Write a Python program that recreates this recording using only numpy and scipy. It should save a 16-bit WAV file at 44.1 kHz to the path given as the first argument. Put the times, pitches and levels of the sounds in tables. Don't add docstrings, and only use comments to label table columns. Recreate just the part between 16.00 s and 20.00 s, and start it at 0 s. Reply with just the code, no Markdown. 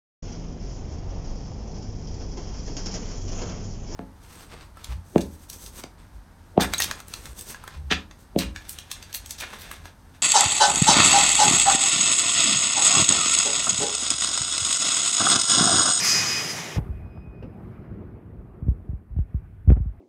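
import sys
import numpy as np
from scipy import signal
from scipy.fft import rfft, irfft
from scipy.io import wavfile
from scipy.ndimage import uniform_filter1d

SR = 44100
rng = np.random.default_rng(int(sys.argv[2]) if len(sys.argv) > 2 else 0)


def wav_out(sig):
    wavfile.write(sys.argv[1], SR, np.round(np.clip(np.atleast_2d(sig).T, -1, 1) * 32767).astype(np.int16))


N = 176400
COVER_S, SWITCH_S = 0.771, 1.425


def amp(db):
    return 10 ** (np.asarray(db) / 20)


def unit_rms(x):
    return x / np.sqrt(np.mean(x ** 2) + 1e-30)


def seconds():
    return np.arange(N) / SR


def level(table, column=1):
    rows = np.array(table)
    return amp(np.interp(seconds(), rows[:, 0], rows[:, column]))


def add(mix, start_s, sound):
    part = mix[max(round(start_s * SR), 0):][:len(sound)]
    part += sound[:len(part)]


def coloured(x, spectrum, band=(0, SR)):
    hz = np.fft.rfftfreq(N, 1 / SR)
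    points_hz, points_db = np.transpose(spectrum)
    gain = amp(np.interp(np.log(hz + 1), np.log(points_hz), points_db))
    in_band = (hz >= band[0]) & (hz < band[1])
    return unit_rms(irfft(rfft(x) * gain * in_band, N))


def bands(x, spectrum, edges_hz, levels):
    return [coloured(x, spectrum, band) * level(levels, column)
            for column, band in enumerate(zip(edges_hz, edges_hz[1:]), start=1)]


def wobble(rate_hz):
    hz = np.fft.rfftfreq(N, 1 / SR)
    return unit_rms(irfft(rfft(rng.standard_normal(N)) * np.exp(-(hz / rate_hz) ** 2), N))


def turbulence(patchy_db):
    spectra = signal.stft(rng.standard_normal(N), nperseg=512)[2]
    patches = uniform_filter1d(rng.standard_normal(spectra.shape), size=6, axis=0)
    patches = unit_rms(uniform_filter1d(patches, size=7, axis=1))
    return signal.istft(spectra * amp(patchy_db * patches), nperseg=512)[1][:N]


# (time [s], level [dB])
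FAINT_HISS_LEVEL = [(.78,-56),(.82,-69),(.92,-73.5),(1.1,-80),(1.4,-83),(1.66,-76),(1.9,-82.5),(2.66,-82),(2.7,-75.5),(2.75,-80.5),(3.1,-83.5),(3.35,-80.5),(4,-82.5)]
# (frequency [Hz], gain [dB])
FAINT_HISS_SPECTRUM = [(1000,-3.5),(4000,-5),(7000,-5),(10000,0.5),(13000,0.5),(15500,-3)]


def faint_hiss():
    return coloured(rng.standard_normal(N), FAINT_HISS_SPECTRUM) * level(FAINT_HISS_LEVEL)


# (time [s], rumble [dB], wash [dB], rush [dB])
MUFFLED_LEVELS = [(.8,-41,-53.5,-59.5),(1.0,-43,-58.5,-62),(1.22,-43.5,-59,-67.5),(1.45,-38,-58.5,-67),(1.75,-40.5,-56,-63),(2.0,-39,-57.5,-66.5),(2.3,-44,-62.5,-71),(2.6,-44.5,-61.5,-72),(2.85,-47,-62.5,-72),(3.05,-54,-69.5,-76),(3.3,-51,-65.5,-70),(3.6,-56,-68,-72.5),(4,-54.5,-65,-71)]
# (frequency [Hz], gain [dB])
MUFFLED_SPECTRUM = [(25,-29.5),(42,-8),(65,0),(105,2),(135,-2),(165,-1),(220,-1.5),(270,-9.5),(365,-7.5),(520,-17),(720,-23),(930,-28.5),(1200,-28),(1500,-33.5),(1850,-37),(2400,-41),(3000,-50),(3700,-56.5),(5000,-62),(7000,-74.5)]
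MUFFLED_EDGES_HZ = [20, 600, 1400, 7000]


def muffled_dryer():
    air = turbulence(patchy_db=2.0)
    covered = np.clip((seconds() - COVER_S) / 0.0099, 0, 1)
    return covered * sum(bands(air, MUFFLED_SPECTRUM, MUFFLED_EDGES_HZ, MUFFLED_LEVELS))


# (time [s], level [dB])
HAND_LEVEL = [(.72,-83.5),(.8,-41.5),(1.0,-37.5),(1.25,-54),(2.2,-59.5),(2.42,-41),(2.55,-49),(2.75,-42),(3.04,-58.5),(3.14,-39.5),(3.3,-43.5),(3.45,-44),(3.6,-45),(3.67,-35.5),(3.92,-42),(4,-51)]
# (frequency [Hz], gain [dB])
HAND_SPECTRUM = [(20,-23),(42,-1.5),(65,-2),(100,-0.5),(150,-12.5),(250,-25),(600,-47),(2000,-79.5)]


def hand_rumble():
    return coloured(rng.standard_normal(N), HAND_SPECTRUM) * level(HAND_LEVEL)


# (time [s], level before colouring [dB], decay [ms])
SNAPS = [(.76,-32,12),(.783,-29.5,7),(1.175,-44,4),(2.682,-41,2),(3.163,-42,1),(3.188,-42,3),(3.199,-47,2),(3.344,-45,2),(3.675,-42,1),(3.695,-33,6),(3.703,-20,2),(3.720,-28.5,2.8),(3.729,-37,6),(3.756,-46,4.8),(3.766,-42.5,14)]
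# (frequency [Hz], gain [dB])
SNAP_SPECTRUM = [(80,-12),(170,-0.5),(300,4),(500,-1.5),(700,-2),(1050,-9),(1500,-13),(2000,-18),(3000,-30),(4200,-45),(7000,-56),(15000,-59)]


def skin_snaps():
    t, bursts = np.arange(SR // 10) / SR, np.zeros(N)
    for start_s, db, decay_ms in SNAPS:
        add(bursts, start_s, amp(db) * rng.standard_normal(len(t)) * np.exp(-t * 1000 / decay_ms))
    return coloured(bursts, SNAP_SPECTRUM) * np.sqrt(np.mean(bursts ** 2))


# (time [s], peak [dB], rise constant [ms], "press" or "lift")
THUMPS = [(0.764,-17.5,1.5,"lift"),(.781,-15,0.62,"press"),(.787,-15.5,.8,"press"),(0.89,-23.5,1.5,"lift"),(.942,-29,2,"press"),(1.045,-32,1.3,"press"),(1.176,-32.5,1.7,"lift"),(1.272,-32.5,1.7,"press"),(2.385,-34,1.8,"lift"),
          (2.624,-24,0.55,"press"),(2.65,-32.5,0.59,"lift"),(2.667,-20.5,0.89,"press"),(2.683,-11.5,0.74,"press"),(2.714,-25.5,0.65,"press"),(2.890,-22.5,1,"press"),(2.932,-23,0.77,"press"),
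          (3.103,-30,2.5,"press"),(3.164,-17.5,1.24,"press"),(3.189,-13.5,1.2,"press"),(3.344,-16.5,0.95,"press"),
          (3.675,-5.5,1.6,"press"),(3.688,-10.5,0.99,"press"),(3.703,-7.5,0.47,"lift"),(3.718,-7.5,0.46,"lift"),(3.767,-20.5,0.42,"press"),(3.773,-23.5,0.41,"lift"),(3.802,-16.5,1.3,"press"),(3.859,-20.5,1.33,"press")]
BASS_CUT_HZ, PRESS_RELAX_S = 52.7, 0.19


def grip_thumps():
    t, thumps = np.arange(SR // 3) / SR, np.zeros(N)
    bass_cut = signal.butter(8, BASS_CUT_HZ, "high", fs=SR, output="sos")
    for start_s, db, rise_ms, move in THUMPS:
        rise = t * 1000 / rise_ms
        smooth_step = 1 - (1 + rise + rise ** 2 / 2) * np.exp(-rise)
        ring = signal.sosfilt(bass_cut, smooth_step * np.exp(-t / PRESS_RELAX_S))
        polarity = 1 if move == "press" else -1
        add(thumps, start_s, polarity * amp(db) * ring / abs(ring).max())
    return thumps


# (frequency [Hz], gain [dB])
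SWITCH_SPECTRUM = [(100,-3),(300,-1),(540,3),(800,-15),(1500,-22),(2300,-27),(2700,-16),(3300,-34),(4200,-38),(5100,-31),(6500,-49),(9000,-50),(13000,-54),(16000,-66)]
SWITCH_DB, SWITCH_T60_S, SWITCH_RISE_S = -37, 0.14, 0.0024


def switch_clack():
    age = np.maximum(seconds() - SWITCH_S, 0)
    envelope = np.minimum(age / SWITCH_RISE_S, 1) * np.exp(-np.log(1000) * age / SWITCH_T60_S)
    return amp(SWITCH_DB) * envelope * coloured(rng.standard_normal(N), SWITCH_SPECTRUM)


# (time [s], level [dB])
WHINE_LOW = [(0,-35),(.04,-48),(.13,-31.5),(.24,-37.5),(.27,-41.5),(.405,-32.5),(.435,-45),(.48,-54),(.62,-48),(.77,-62),(.81,-85.5),(.895,-80),(.925,-68.5),(1.27,-64),(1.42,-68),(1.46,-74)]
# (time [s], level [dB])
WHINE_OCTAVE = [(0,-31.5),(.125,-24),(.205,-29),(.248,-35.5),(.295,-26),(.39,-32),(.458,-36.5),(.508,-33.5),(.56,-51),(.765,-54.5),(.81,-96),(1.08,-85.5),(1.2,-77),(1.28,-93.5),(1.55,-79)]
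WHINE_HZ, WHINE_WANDER, WHINE_FLUTTER, WHINE_FALL_DB_PER_S = 2496, 0.0012, 0.22, 72.5


def drive_whine():
    pitch_hz = WHINE_HZ * (1 + WHINE_WANDER * wobble(rate_hz=13))
    phase = 2 * np.pi * np.cumsum(pitch_hz) / SR
    tones = np.zeros(N)
    for harmonic, levels in [(1, WHINE_LOW), (2, WHINE_OCTAVE)]:
        flutter = 1 + WHINE_FLUTTER * wobble(rate_hz=25)
        tones += level(levels) * flutter * np.sqrt(2) * np.sin(harmonic * phase)
    return tones * amp(-WHINE_FALL_DB_PER_S * np.maximum(seconds() - SWITCH_S, 0))


# (time [s], roar [dB], rush [dB], hiss [dB], top [dB])
AIR_LEVELS = [(0.0, -38.5, -32.5, -24, -38), (0.018, -37, -32, -30, -41.5), (0.05, -37.5, -28, -23, -31.5),
              (0.108, -39, -29.5, -21, -34.5), (0.238, -35, -29.5, -28, -41),
              (0.248, -36.5, -32, -27, -41.5), (0.318, -38, -31, -29.5, -41.5),
              (0.478, -37.5, -35.5, -35, -45), (0.512, -38.5, -36, -34, -42),
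              (0.554, -36.5, -40, -38, -48.5), (0.57, -37.5, -36, -35, -45),
              (0.628, -38.5, -38.5, -40, -51.5), (0.74, -39.5, -41, -45, -56)]
# (frequency [Hz], gain [dB])
AIR_SPECTRUM = [(35,-37.5),(65,-12),(110,3.5),(160,4.5),(260,-1.5),(380,0),(550,-5.5),(750,-1.5),(950,-4),(1200,-0.5),(1500,-3.5),(1900,2.5),(2350,0),(2700,-4.5),(2950,-2),(3350,-4),(3800,-6),(4400,-3.5),(5100,1),(6200,3),(7000,-1),(8300,-11),(9300,-12),(10700,-12.5),(11800,-18),(13000,-20.5),(15500,-26)]
AIR_EDGES_HZ = [30, 1000, 4000, 8000, 17000]
HISS_FLICKER, COVER_CLOSE_S, COVER_START_HZ = 0.06, 0.013, 6830


def airflow():
    roar, rush, hiss, top = bands(turbulence(patchy_db=0.5), AIR_SPECTRUM, AIR_EDGES_HZ, AIR_LEVELS)
    flicker = np.exp(HISS_FLICKER * wobble(rate_hz=200))
    hz, t, spectra = signal.stft(roar + rush + (hiss + top) * flicker, SR, nperseg=256)
    cutoff_hz = COVER_START_HZ * np.exp(np.clip((COVER_S - t) / COVER_CLOSE_S, -10, 10))
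    attenuation = 1 + ((hz[:, None] + 20) / cutoff_hz) ** 2
    return signal.istft(spectra / attenuation, nperseg=256)[1][:N]


def scene():
    workshop = airflow() + drive_whine() + switch_clack() + muffled_dryer()
    mono = workshop + faint_hiss() + hand_rumble() + grip_thumps() + skin_snaps()
    return np.array([mono, mono])


def record(dry):
    low_pass = signal.firwin(511, 15700, window=("kaiser", 9), fs=SR)
    return signal.oaconvolve(dry, low_pass[None], "same")


dry = scene()
out = record(dry)
wav_out(out)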